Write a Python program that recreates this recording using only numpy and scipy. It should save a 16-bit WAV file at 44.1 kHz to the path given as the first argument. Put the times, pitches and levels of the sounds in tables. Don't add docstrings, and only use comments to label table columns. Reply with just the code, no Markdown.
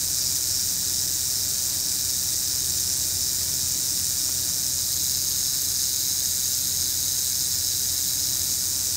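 import sys
import numpy as np
from scipy import signal
from scipy.fft import rfft, irfft
from scipy.io import wavfile
from scipy.ndimage import uniform_filter1d

SR = 44100
rng = np.random.default_rng(int(sys.argv[2]) if len(sys.argv) > 2 else 0)


def master(y):
    cut = np.clip(np.atleast_2d(y).T, -1, 1)
    pcm = np.round(cut * 32767)
    wavfile.write(sys.argv[1], SR, pcm.astype(np.int16))


def level_to_linear(level):
    exponent = np.asarray(level, float) / 20
    return 10 ** exponent


N = 395136


def rms_one(x):
    return x / np.sqrt(np.mean(x ** 2) + 1e-20)


def in_time(rows):
    s, *columns = np.transpose(rows)
    return [np.interp(np.arange(N) / SR, s, c) for c in columns]


def drift(rate):
    r = np.exp(-80 * np.pi * rate / SR)
    noise = rng.standard_normal(N // 40 + 2002)
    slow = signal.lfilter([1], [1, -2 * r, r * r], noise)[2000:]
    return np.interp(np.arange(N) / 40, np.arange(len(slow)), rms_one(slow))


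def resonate(x, hz, width_hz):
    r = np.exp(-np.pi * width_hz / SR)
    zeros = np.array([1, 0, -1]) * (1 - r * r) / 2
    poles = [1, -2 * r * np.cos(2 * np.pi * hz / SR), r * r]
    return signal.lfilter(zeros, poles, x)


def colour(x, points):
    hz, power = signal.welch(x, SR, nperseg=2048)
    own = np.log(uniform_filter1d(power, size=9) + 1e-4 * power.max()) / 2
    point_hz, point_db = np.array(points).T
    want = np.interp(np.log(hz + 1), np.log(point_hz), point_db) * np.log(10) / 20
    cepstrum = irfft(want - own)
    cepstrum[1:1024] *= 2
    cepstrum[1025:] = 0
    impulse = irfft(np.exp(rfft(cepstrum)))
    return rms_one(signal.oaconvolve(x, impulse)[:N])


# start_s, strokes_per_s
SHAKE = [(0.0, 129.03), (1.09, 129.01), (1.47, 127.65), (1.68, 128.58), (2.82, 129.84), (3.19, 129.07),
         (3.69, 131.47), (4.18, 127.92), (5.52, 132.84), (5.62, 130.43), (5.94, 132.08), (7.0, 128.72),
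         (7.74, 129.25), (8.0, 130.39), (8.96, 130.13)]
# pitch_hz, level_db
LEFT_OVER_RIGHT = [(4000, 0), (5200, -1.3), (6800, .4), (8500, 1.0), (11500, -.9), (14000, .5)]


def clacks(per_s, depth, swing_db, spread_db, width_hz, stroke_db, sway_db):
    stroke = 0.09 + np.cumsum(in_time(SHAKE)[0]) / SR
    turn = np.cos(2 * np.pi * stroke) - .25 * np.cos(4 * np.pi * stroke - .3)
    side = np.cos(np.pi * stroke)
    stroke_force = level_to_linear(stroke_db * rng.standard_normal(1200))
    force = stroke_force[(stroke + .5).astype(int).clip(0)]

    born = rng.random(N) < per_s * np.clip(1 + depth * turn, .4, 3) / SR
    hardness = level_to_linear(swing_db * turn + spread_db * np.minimum(rng.exponential(1, N), 4))
    contacts = born * force * hardness * rng.choice([-1, 1], N)

    shell_pitches_hz = np.linspace(3400, 16000, num=18)
    shell_hit = rng.integers(0, 18, N)
    rings = 0
    for shell, hz in enumerate(shell_pitches_hz):
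        shell_db = side * np.interp(hz, *np.transpose(LEFT_OVER_RIGHT)) + sway_db * drift(2.2)
        hits = contacts * (shell_hit == shell) * level_to_linear(shell_db)
        rings = rings + resonate(hits + 1e-18, hz, width_hz)
    return rings + 0.044 * contacts, rms_one(contacts)


# middle_s, swell_db
TAIL_ROLLS = [(.25, 6), (.57, 6.5), (.97, 5), (1.38, 4.5), (1.85, 3.5), (2.12, 0.5), (2.53, 3), (2.9, 3),
              (3.23, 3), (3.66, 1), (3.95, 2), (4.57, 2.5), (4.86, 2), (5.17, 2), (5.48, 2.5), (5.8, 4),
              (6.78, 2), (7.37, 3), (7.66, 2.5), (8.23, 2)]


def roll():
    half_length_s = 0.053
    t = np.arange(0, N, 40) / SR
    swell_db = sum(db * np.exp(-.5 * ((t - s) / half_length_s) ** 2) for s, db in TAIL_ROLLS)
    return np.interp(np.arange(N) / SR, t, swell_db - swell_db.mean())


# time_s, facing_share
MICROPHONE_AIM = [
    (0, 0.27),
    (4.4, 0.23),
    (4.75, 0.44),
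    (5.0, 0.87),
    (8.3, 0.8),
    (8.96, 0.2),
]


def aim():
    return np.clip(in_time(MICROPHONE_AIM)[0], 0, 1)


# pitch_hz, level_db (per Hz)
ASIDE_COLOUR = [(1530, -63.5), (2600, -26), (3330, -22.5), (3830, -8), (4190, -9.5), (4800, -5),
                (5530, 0.5), (6520, -4), (6970, -1.5), (7970, -4.5), (9330, -7.5), (10300, -14),
                (11700, -16), (13300, -9.5), (15500, -11)]
# pitch_hz, level_db (per Hz)
FACING_COLOUR = [(1530, -38), (2600, -23.5), (3250, -23.5), (3750, -9), (3950, -3.5), (4350, -9),
                 (4660, -5), (5250, -0.5), (5910, -6), (6470, 2), (7130, -4), (9750, -9), (10700, -16.5),
                 (13200, -8), (15500, -11.5)]
# pitch_hz, width_hz, share_taken_out
RATTLE_NOTCHES = [(4300, 160, 0.37), (5800, 180, 0.19), (10270, 200, 0.26)]
# pitch_hz, width_hz, level_db
LOW_MODES = [(1250, 80, -28), (1505, 122, -23.5), (1695, 250, -24), (1854, 287, -24), (2300, 340, -24.5)]


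def rattle():
    swell_db, facing = roll(), aim()
    raw, contacts = clacks(per_s=22000, depth=.2, swing_db=1.85, spread_db=2.4, width_hz=1100,
                           stroke_db=0.43, sway_db=.4)
    bright = (1 - facing) * colour(raw, ASIDE_COLOUR) + facing * colour(raw, FACING_COLOUR)
    bright += (level_to_linear(swell_db) - 1) * resonate(bright, 5300, 790)
    for hz, width_hz, share in RATTLE_NOTCHES:
        bright = bright - np.clip(share, 0, 1) * resonate(bright, hz, width_hz)

    low = 0
    for hz, width_hz, db in LOW_MODES:
        low = low + level_to_linear(db + 12.5) * resonate(resonate(contacts, hz, width_hz), hz, width_hz)

    aside_db, facing_gain_db = -24, 0.48
    roll_hides = 0.11
    return level_to_linear(aside_db + facing_gain_db * facing - roll_hides * swell_db) * (bright + low)


# start_s, peak_db
FINGER_TAP = [
    (4.291, -30),
]


def tap():
    click = np.zeros(N)
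    for s, db in FINGER_TAP:
        click[round((s + .0015) * SR)] = level_to_linear(db + 27)
    return resonate(resonate(click + 1e-18, 800, 1000), 800, 1000)


# multiple_of_firing_rate, level_db (rms)
FIRING_ORDERS = [(2, -65), (5, -68.5), (7, -66), (8, -82), (10, -62.5), (12, -72.5), (15, -63), (17, -66.5),
                 (18, -66), (19, -84), (24, -67), (35, -88)]
# multiple_of_its_rate, level_db (rms)
SECOND_ORDERS = [(1, -54.5), (2, -48), (3, -62.5)]


def engine():
    t = np.arange(N) / SR
    shade = -1.3 * aim()
    firing_hz, second_hz = 40.45, 41.4
    out = np.zeros(N)
    for base_hz, orders, wander in ((firing_hz, FIRING_ORDERS, .028), (second_hz, SECOND_ORDERS, .05)):
        turns = base_hz * t + wander * drift(0.95)
        for order, db in orders:
            sway_db = 0.5 + 0.053 * order
            level = np.sqrt(2) * level_to_linear(db + sway_db * (drift(4.0) + shade))
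            out += level * np.sin(2 * np.pi * (round(order) * turns + rng.random()))
    return out


# pitch_hz, level_db (per Hz)
RUMBLE_COLOUR = [(15, -38), (25, -8), (92, 0), (224, -8.5), (304, -8.5), (504, -15), (593, -12.5),
                 (657, -17.5), (788, -15.5), (1340, -18), (1480, -15.5), (2780, -21), (3200, -17.5),
                 (4160, -40), (7040, -120)]
# pitch_hz, width_hz, level_db
RUMBLE_BOOMS = [(55.3, 13, 0.5), (97.2, 6, 7.5), (130.5, 34, 1.5), (174, 16, 1), (289, 42, -1)]


def rumble():
    air = colour(rng.standard_normal(N), RUMBLE_COLOUR)
    air = signal.sosfilt(signal.butter(2, 70, "high", fs=SR, output="sos"), air)
    air = air + sum(level_to_linear(db) * resonate(air, hz, width_hz) for hz, width_hz, db in RUMBLE_BOOMS)
    aside_db, shade_db = -42, -2.5
    return level_to_linear(aside_db + shade_db * aim() + .4 * drift(2.5)) * rms_one(air)


def scene():
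    return (rattle() + tap() + engine() + rumble())[None]


def roll_off(x):
    return signal.sosfilt(signal.butter(12, 16590, fs=SR, output="sos"), x)


def record(dry):
    dry = signal.sosfilt(signal.butter(3, 36, "high", fs=SR, output="sos"), dry)
    hz = np.arange(N // 2 + 1) * SR / N
    mix = irfft(rfft(dry) * (hz < 15725), N)
    return roll_off(mix)


dry = scene()
out = record(dry)
master(out)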